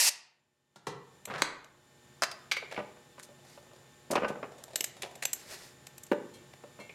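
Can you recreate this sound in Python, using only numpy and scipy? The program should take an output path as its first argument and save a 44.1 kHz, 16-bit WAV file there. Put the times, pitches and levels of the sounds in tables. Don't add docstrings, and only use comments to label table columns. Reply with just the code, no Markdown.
import sys
import numpy as np
from scipy import signal
from scipy.fft import rfft, irfft, next_fast_len
from scipy.io import wavfile

SR = 44100
rng = np.random.default_rng(int(sys.argv[2]) if len(sys.argv) > 2 else 0)


def store_wav(level_fs):
    pcm = np.round(np.clip(np.atleast_2d(level_fs), -1, 1) * 32767)
    wavfile.write(sys.argv[1], SR, pcm.T.astype(np.int16))


N = 306054
TIME = np.arange(N) / SR

# frequency in Hz, gain in dB.
BENCH_BODY = [(50, -22.5), (160, 4.5), (300, -4.5), (480, 3), (900, -12.5), (1500, -13), (2800, -24.5),
              (5000, -30.5), (9000, -39.5), (15000, -56)]
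STEEL_BODY = [(150, -21), (600, 3), (1050, -4), (1900, 5.5), (3700, -0.5), (6500, 3), (10000, -0.5),
              (13500, -8.5), (15500, -22)]
# frequency in Hz, level in dB, T60 in seconds.
ENGINE_MODES = [(205, -18, 0.29), (375, -48, 0.18), (464, -13, 0.22), (493, -3, 0.26), (527.7, -11.5, 0.13),
                (584.2, 4, 0.16), (868, -21, 0.49), (1199, -11, 0.13), (1514, -14, 0.14), (1920, -22, 0.21)]


def undb(db):
    return 10 ** (np.asarray(db) / 20)


def unit_rms(x):
    return x / np.sqrt(np.mean(x ** 2) + 1e-30)


def fader(curve):
    return undb(np.interp(TIME, *np.transpose(curve)))


def over_hz(points, hz):
    point_hz, value = np.transpose(points)
    return np.interp(np.log(hz + 1), np.log(point_hz), value)


def colour(x, points, peaks=()):
    size = 2 * next_fast_len(len(x))
    hz = np.arange(size // 2 + 1) * SR / size
    peaks_db = sum(db / (1 + (2 * (hz - centre) / width) ** 2) for centre, width, db in peaks)
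    cepstrum = irfft(np.log(undb(over_hz(points, hz) + peaks_db)))
    cepstrum[1:size // 2] *= 2
    cepstrum[size // 2 + 1:] = 0
    return irfft(rfft(x, size) * np.exp(rfft(cepstrum)))[:len(x)]


def three_bands(x):
    # lower edge in Hz, upper edge in Hz.
    edges_hz = [(100, 900), (900, 4000), (4000, 15000)]
    low, middle, high = edges_hz
    cuts = (low[1], "lowpass"), (middle, "bandpass"), (high[0], "highpass")
    return [signal.sosfilt(signal.butter(3, hz, kind, fs=SR, output="sos"), x) for hz, kind in cuts]


def blows(hits, body, modes=(), *, rise_s, chatter_s, grit_db, bass_db, treble_db, ring_db=0):
    t = np.arange(SR // 2) / SR
    attack = int(0.03 * SR)
    push = 1 - np.exp(-t / rise_s)
    out = np.zeros(N + len(t))
    for start_s, level_db, hardness_db, decay_s in hits:
        grit = undb(grit_db * np.repeat(rng.standard_normal(len(t)), 40)[:len(t)])
        decay = np.exp(-np.maximum(t - chatter_s, 0) / decay_s)
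        hit = colour(push * grit * rng.standard_normal(len(t)) * decay, body)
        hit /= hit[:attack].std()
        ring = np.zeros(len(t))
        for hz, db, t60_s in modes:
            share, detune, sign = rng.standard_normal(3)
            tone = np.sign(sign) * np.sin(2 * np.pi * hz * (1 + 0.003 * detune) * t)
            ring += tone * undb(db + 3 * share - 60 * t / t60_s)
        hit += undb(ring_db) * push * ring / (ring[:attack].std() + 1e-12)
        band_db = level_db + np.array([bass_db - hardness_db, 0, treble_db + hardness_db])
        start = int(start_s * SR)
        for db, band in zip(band_db, three_bands(hit)):
            out[start:start + len(t)] += undb(db) * band / band[:attack].std()
    return out[:N]


def lasting(hits, decay_s):
    return [(*row, decay_s) for row in hits]


def hum_and_hiss(hiss_db, hum_db, waver_rad):
    # time in seconds, gain in dB.
    swell = [(0, -21.5), (.7, -16.5), (1.15, -0.5), (1.6, -6.5), (2.08, 1), (6.9, 3)]
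    # frequency in Hz, relative level in dB.
    hiss_spectrum = [(30, -33.5), (70, -9.5), (135, -1), (220, -9), (400, -9.5), (700, -14.5),
                     (1200, -15.5), (2400, -18.5), (3500, -20), (5500, -22), (8300, -26), (10500, -26),
                     (13000, -30.5), (15500, -38)]
    hum_lines = [(120, -93), (137, -72), (240, -76), (360, -73), (480, -79), (600, -77), (840, -75.5),
                 (1080, -81), (1560, -82), (1800, -75), (2400, -87), (3000, -82)]
    # centre in Hz, width in Hz, boost in dB.
    whistle = [(3590, 150, 8), (7140, 450, 12)]
    hiss = unit_rms(colour(rng.standard_normal(N), hiss_spectrum, whistle))
    knots_s = np.linspace(0, TIME[-1], 40)
    hum = np.zeros(N)
    for hz, db in hum_lines:
        drift_rad = waver_rad * np.interp(TIME, knots_s, rng.standard_normal(len(knots_s)))
        hum += undb(db) * np.sqrt(2) * np.sin(2 * np.pi * (hz * TIME + rng.random()) + drift_rad)
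    return (undb(hiss_db) * hiss + undb(hum_db) * hum) * fader(swell)


def room_echo(x, build_s):
    # frequency in Hz, T60 in seconds.
    reverb_times = [(150, 0.84), (530, 0.68), (1400, 0.62), (3700, 0.46), (9700, 0.25), (15000, 0.15)]
    t = np.arange(SR * 3 // 4) / SR
    hz, frame_s, cells = signal.stft(rng.standard_normal(len(t)), SR, nperseg=256)
    fade = undb(-60 * frame_s / over_hz(reverb_times, hz)[:, None])
    build = 1 - np.exp(-(t / build_s) ** 2)
    tail = signal.istft(cells * fade)[1][:len(t)] * build
    return signal.fftconvolve(x, tail / np.linalg.norm(tail))[:N]


def tool_rattle(taps_per_spell, scatter_db):
    # start in seconds, end in seconds, level in dB.
    spells = [(2.855, 3.803, -71.5), (4.5, 4.8, -64.5), (4.961, 5.204, -64.5)]
    taps = []
    for start_s, end_s, db in spells:
        for tap_s in rng.uniform(start_s, end_s, taps_per_spell):
            offset_db, hardness_db = rng.normal(0, scatter_db, 2)
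            taps.append((tap_s, db + offset_db, hardness_db))
    return blows(lasting(taps, decay_s=0.0043), STEEL_BODY,
                 rise_s=0.00089, chatter_s=0.00096, grit_db=7, bass_db=6, treble_db=-4)


def finger_rub(grain_db):
    # fastest moment in seconds, level in dB, half length in seconds.
    strokes = [(3.522, -60.5, 0.084), (5.408, -55, 0.063), (5.523, -45.5, 0.037), (5.627, -53.5, .085)]
    # frequency in Hz, gain in dB.
    spectrum = [(200, -10), (550, -0.5), (1200, -6.5), (1900, -1), (3200, -7.5), (4800, -2), (9500, -9.5),
                (12500, -12), (15500, -26)]
    grip = undb(grain_db * np.repeat(rng.standard_normal(N // 64 + 1), 64)[:N])
    speed = sum(undb(db) * np.exp(-((TIME - peak_s) / half_s) ** 2) for peak_s, db, half_s in strokes)
    return unit_rms(colour(rng.standard_normal(N) * grip, spectrum)) * speed


def socket_jingle():
    # start in seconds, level in dB, hardness in dB.
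    hits = [(6.335, -66, 14), (6.795, -48.5, -5.5)]
    # frequency in Hz, level in dB, T60 in seconds.
    modes = [(2160, 1, 0.51), (2290, 1, 0.39), (2700, -6.5, 0.5), (3246, -10, 0.33), (4110, -5, 0.14),
             (4317, -7.5, 0.12)]
    return blows(lasting(hits, decay_s=0.022), STEEL_BODY, modes, ring_db=10.5,
                 rise_s=0.0053, chatter_s=0.008, grit_db=2, bass_db=-9, treble_db=-6)


def bench_bumps():
    # start in seconds, level in dB, hardness in dB.
    hits = [(0.758, -58, 2.5), (0.868, -39.5, -1)]
    return blows(lasting(hits, decay_s=0.011), BENCH_BODY,
                 rise_s=0.00091, chatter_s=0.0016, grit_db=-1, bass_db=-2, treble_db=-6.5)


def hose_drag():
    # start in seconds, level in dB, hardness in dB.
    jerks = [(1.272, -49.5, -5), (1.299, -40.5, 2), (1.337, -38.5, 5), (1.38, -45.5, 16.5)]
    return blows(lasting(jerks, decay_s=0.042), BENCH_BODY,
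                 rise_s=0.00051, chatter_s=0.0014, grit_db=3.5, bass_db=-4, treble_db=-23)


def gun_drop():
    # start in seconds, level in dB, hardness in dB.
    hits = [(1.42, -25.5, 0.5)]
    # frequency in Hz, gain in dB.
    body = [(30, -14), (130, -18), (310, -1.5), (650, -0.5), (1100, -12), (2000, -10.5), (3000, -9.5),
            (4100, -7.5), (7000, -12.5), (10000, -19.5), (15000, -34)]
    # frequency in Hz, level in dB, T60 in seconds.
    modes = [(2820, -8, 0.3), (4875, -21.5, 0.26), (5500, -1, 0.17), (6440, 8, 0.16), (6300, -5.5, 0.29),
             (7730, -3, 0.24)]
    return blows(lasting(hits, decay_s=0.0023), body, modes, ring_db=-15.5,
                 rise_s=0.00031, chatter_s=0.00051, grit_db=3.5, bass_db=-9.5, treble_db=-8.5)


def air_jet(shut_s, fall_db_per_s):
    # time in seconds, level in dB.
    flow = [(0.0, -22), (0.044, -25), (0.082, -22), (0.09, -24)]
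    # frequency in Hz, gain in dB.
    spectrum = [(60, -54.5), (200, -30), (420, -26.5), (600, -19), (900, -17), (1350, -17), (2100, -11),
                (2700, -8), (3400, -11), (4900, -2.5), (7000, -4.5), (11000, -8), (13000, -13.5),
                (15500, -31)]
    # centre in Hz, width in Hz, boost in dB.
    peaks = [(590, 38, 10), (880, 140, 7.5), (1870, 200, 7), (2630, 290, 3), (4950, 740, 0.5)]
    turbulence = rng.standard_normal(N)
    valve = undb(-fall_db_per_s * np.clip(TIME - shut_s, 0, 0.5))
    steady_rms = colour(turbulence, spectrum, peaks).std()
    return colour(turbulence * fader(flow) * valve, spectrum, peaks) / steady_rms


def steel_scrapes():
    # start in seconds, level in dB, hardness in dB, decay in seconds.
    slides = [(2.712, -44.5, -9.5, 0.062), (3.192, -53, 1.5, .009), (3.228, -62, 15, 0.014),
              (4.109, -44.5, 11, 0.012), (4.1535, -35, -11.5, 0.0047), (4.281, -48, -1, 0.015),
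              (5.02, -44.5, 5.5, 0.0058), (5.03, -42, -8, 0.016), (5.2228, -38.5, 2, 0.0096),
              (6.534, -58.5, -8, 0.0025)]
    return blows(slides, STEEL_BODY,
                 rise_s=0.0012, chatter_s=0.0037, grit_db=-4, bass_db=-9.5, treble_db=-6)


def hand_thump():
    # start in seconds, level in dB, hardness in dB.
    hits = [(6.114, -33, 0.5)]
    # frequency in Hz, gain in dB.
    body = [(80, -50), (140, -14), (200, -1), (270, -5), (350, 2.5), (450, 1.5), (590, -3), (690, -12.5),
            (850, -5), (1100, -12), (1550, -8), (2200, -16), (3000, -23.5), (4500, -40), (12000, -52)]
    return blows(lasting(hits, decay_s=0.0079), body, ENGINE_MODES, ring_db=-3,
                 rise_s=0.0045, chatter_s=0.0036, grit_db=3, bass_db=9, treble_db=-13)


def engine_rocking(bounces, gap_s, soften_db):
    # start in seconds, level in dB, hardness in dB, loss per bounce in dB.
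    knocks = [(2.7755, -40, 0.5, 4), (2.967, -64, 2, 17), (3.179, -54.5, 8, 18), (3.288, -73.5, -14.5, 6),
              (3.574, -60, -4.5, 33), (3.711, -66, -1, 16), (4.102, -51.5, -13.5, 0.5), (4.132, -39, 3, 10),
              (4.153, -32, 6, 1), (4.22, -40, -4.5, 1.5), (4.2455, -34.5, 2.5, 10.5),
              (4.301, -49, -11, 7.5), (4.355, -50.5, -1.5, 9), (4.428, -42.5, 0.5, 6),
              (6.636, -58, -7.5, 20), (6.788, -57, -3.5, 2.5)]
    # frequency in Hz, gain in dB.
    body = [(25, -59), (60, -31), (120, -15.5), (220, -5.5), (380, -7.5), (480, -1.5), (590, -3), (730, -9),
            (1150, -12.5), (1800, -20.5), (2900, -22), (3400, -38), (5200, -35), (6500, -50), (15000, -66)]
    hits = [(start_s + k * gap_s, db - k * loss_db, hardness_db - k * soften_db)
            for start_s, db, hardness_db, loss_db in knocks for k in range(1 + bounces)]
    return blows(lasting(hits, decay_s=0.0063), body, ENGINE_MODES, ring_db=-1.5,
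                 rise_s=0.00033, chatter_s=0.0042, grit_db=0.5, bass_db=0.8, treble_db=-26.5)


def ratchet_clicks():
    # start in seconds, level in dB, hardness in dB.
    ticks = [(1.253, -49, 1), (1.643, -62.5, -9), (4.6365, -54.5, 0.5), (4.757, -36, 1),
             (4.8065, -36.5, -1.5), (4.841, -39, 1.5), (5.153, -58.5, 0), (5.2517, -34.5, -1),
             (5.3312, -44, 9.5), (5.868, -53, -4.5), (5.98, -59.5, 4.5), (6.034, -65.5, 13),
             (6.065, -65, 1)]
    # frequency in Hz, gain in dB.
    body = [(150, -30.5), (600, -11), (1100, -15.5), (2100, -3.5), (3500, -6.5), (4700, -1.5), (6300, 8),
            (7700, 17), (9500, 3), (10700, 6), (11800, 13.5), (13000, 1.5), (15500, -8)]
    # frequency in Hz, level in dB, T60 in seconds.
    modes = [(6165, -3, .09), (7650, -1, .09), (8220, 2, .034), (11300, -12, .1), (11550, -7, .12),
             (11900, -2, .11), (12080, -4, .12), (12260, -1, .15)]
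    return blows(lasting(ticks, decay_s=0.0027), body, modes, ring_db=-10.5,
                 rise_s=0.00044, chatter_s=0.0025, grit_db=5.5, bass_db=-14, treble_db=0.5)


def socket_on_head():
    # start in seconds, level in dB, hardness in dB.
    hits = [(2.2212, -30, -2.5), (2.2343, -31, 0), (2.3135, -57.5, 12.5)]
    # frequency in Hz, gain in dB.
    body = [(60, -25), (220, -6.5), (480, -9), (600, 5), (900, -6.5), (1400, -1), (2300, -2.5), (3700, -17),
            (4800, -10.5), (6000, -20), (9000, -27), (13400, -36), (15500, -46)]
    # frequency in Hz, level in dB, T60 in seconds.
    modes = [(2180, -11, 0.13), (2720, 3, 0.21), (4450, -14, .1), (4700, -3, 0.22), (4500, -13, 0.13),
             (4829, 9, 0.2), (5200, -7, 0.38), (5350, -20, .1), (7725, -14, .12), (13110, -18, 0.074)]
    return blows(lasting(hits, decay_s=0.0065), body, modes, ring_db=-17,
                 rise_s=0.00021, chatter_s=0.00071, grit_db=6, bass_db=-9.5, treble_db=-1.3)


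def socket_on_plug():
    # start in seconds, level in dB, hardness in dB.
    hits = [(2.5132, -27.5, 13.5), (2.566, -34, 7.5), (2.624, -50.5, -12.5), (2.762, -43, -2),
            (6.893, -50.5, -0.5)]
    # frequency in Hz, gain in dB.
    body = [(150, -56), (410, 7), (950, -1.5), (1200, 5), (1900, 5.5), (2300, 22), (2700, 8), (4300, -3),
            (7000, -11.5), (10000, -22.5), (13400, -24), (15500, -45)]
    # frequency in Hz, level in dB, T60 in seconds.
    modes = [(2277, 16, 0.18), (2300, 2, 0.2), (2546, -19, .25), (3790, -2, 0.22), (4100, 0, 0.16),
             (4650, 0, 0.17), (6277, -20, .25), (6804, -30, 0.32), (13360, -24, 0.19)]
    return blows(lasting(hits, decay_s=0.0092), body, modes, ring_db=-14.5,
                 rise_s=0.00037, chatter_s=0.0037, grit_db=3, bass_db=-7.5, treble_db=-17.5)


def scene():
    sources = [
        (air_jet(shut_s=0.092, fall_db_per_s=2801), -15.5),
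        (bench_bumps(), -5),
        (hose_drag(), -8.5),
        (gun_drop(), -10.5),
        (socket_on_head(), -13.5),
        (socket_on_plug(), -10.5),
        (engine_rocking(bounces=2, gap_s=0.012, soften_db=2.5), -13.5),
        (hand_thump(), -14),
        (ratchet_clicks(), -13.5),
        (steel_scrapes(), -14),
        (socket_jingle(), -11),
        (tool_rattle(taps_per_spell=6, scatter_db=1.3), -1.5),
        (finger_rub(grain_db=1.5), -10),
    ]
    direct = sum(sound for sound, _ in sources)
    echo = room_echo(sum(sound * undb(send_db) for sound, send_db in sources), build_s=0.0013)
    return (direct + echo + hum_and_hiss(hiss_db=-62.5, hum_db=0.5, waver_rad=0.3))[None]


def record(dry):
    ceiling = undb(-8)
    lowpass = signal.ellip(8, 0.2, 70, 16000, fs=SR, output="sos")
    return signal.sosfilt(lowpass, ceiling * np.tanh(dry / ceiling))


dry = scene()
out = record(dry)
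store_wav(out)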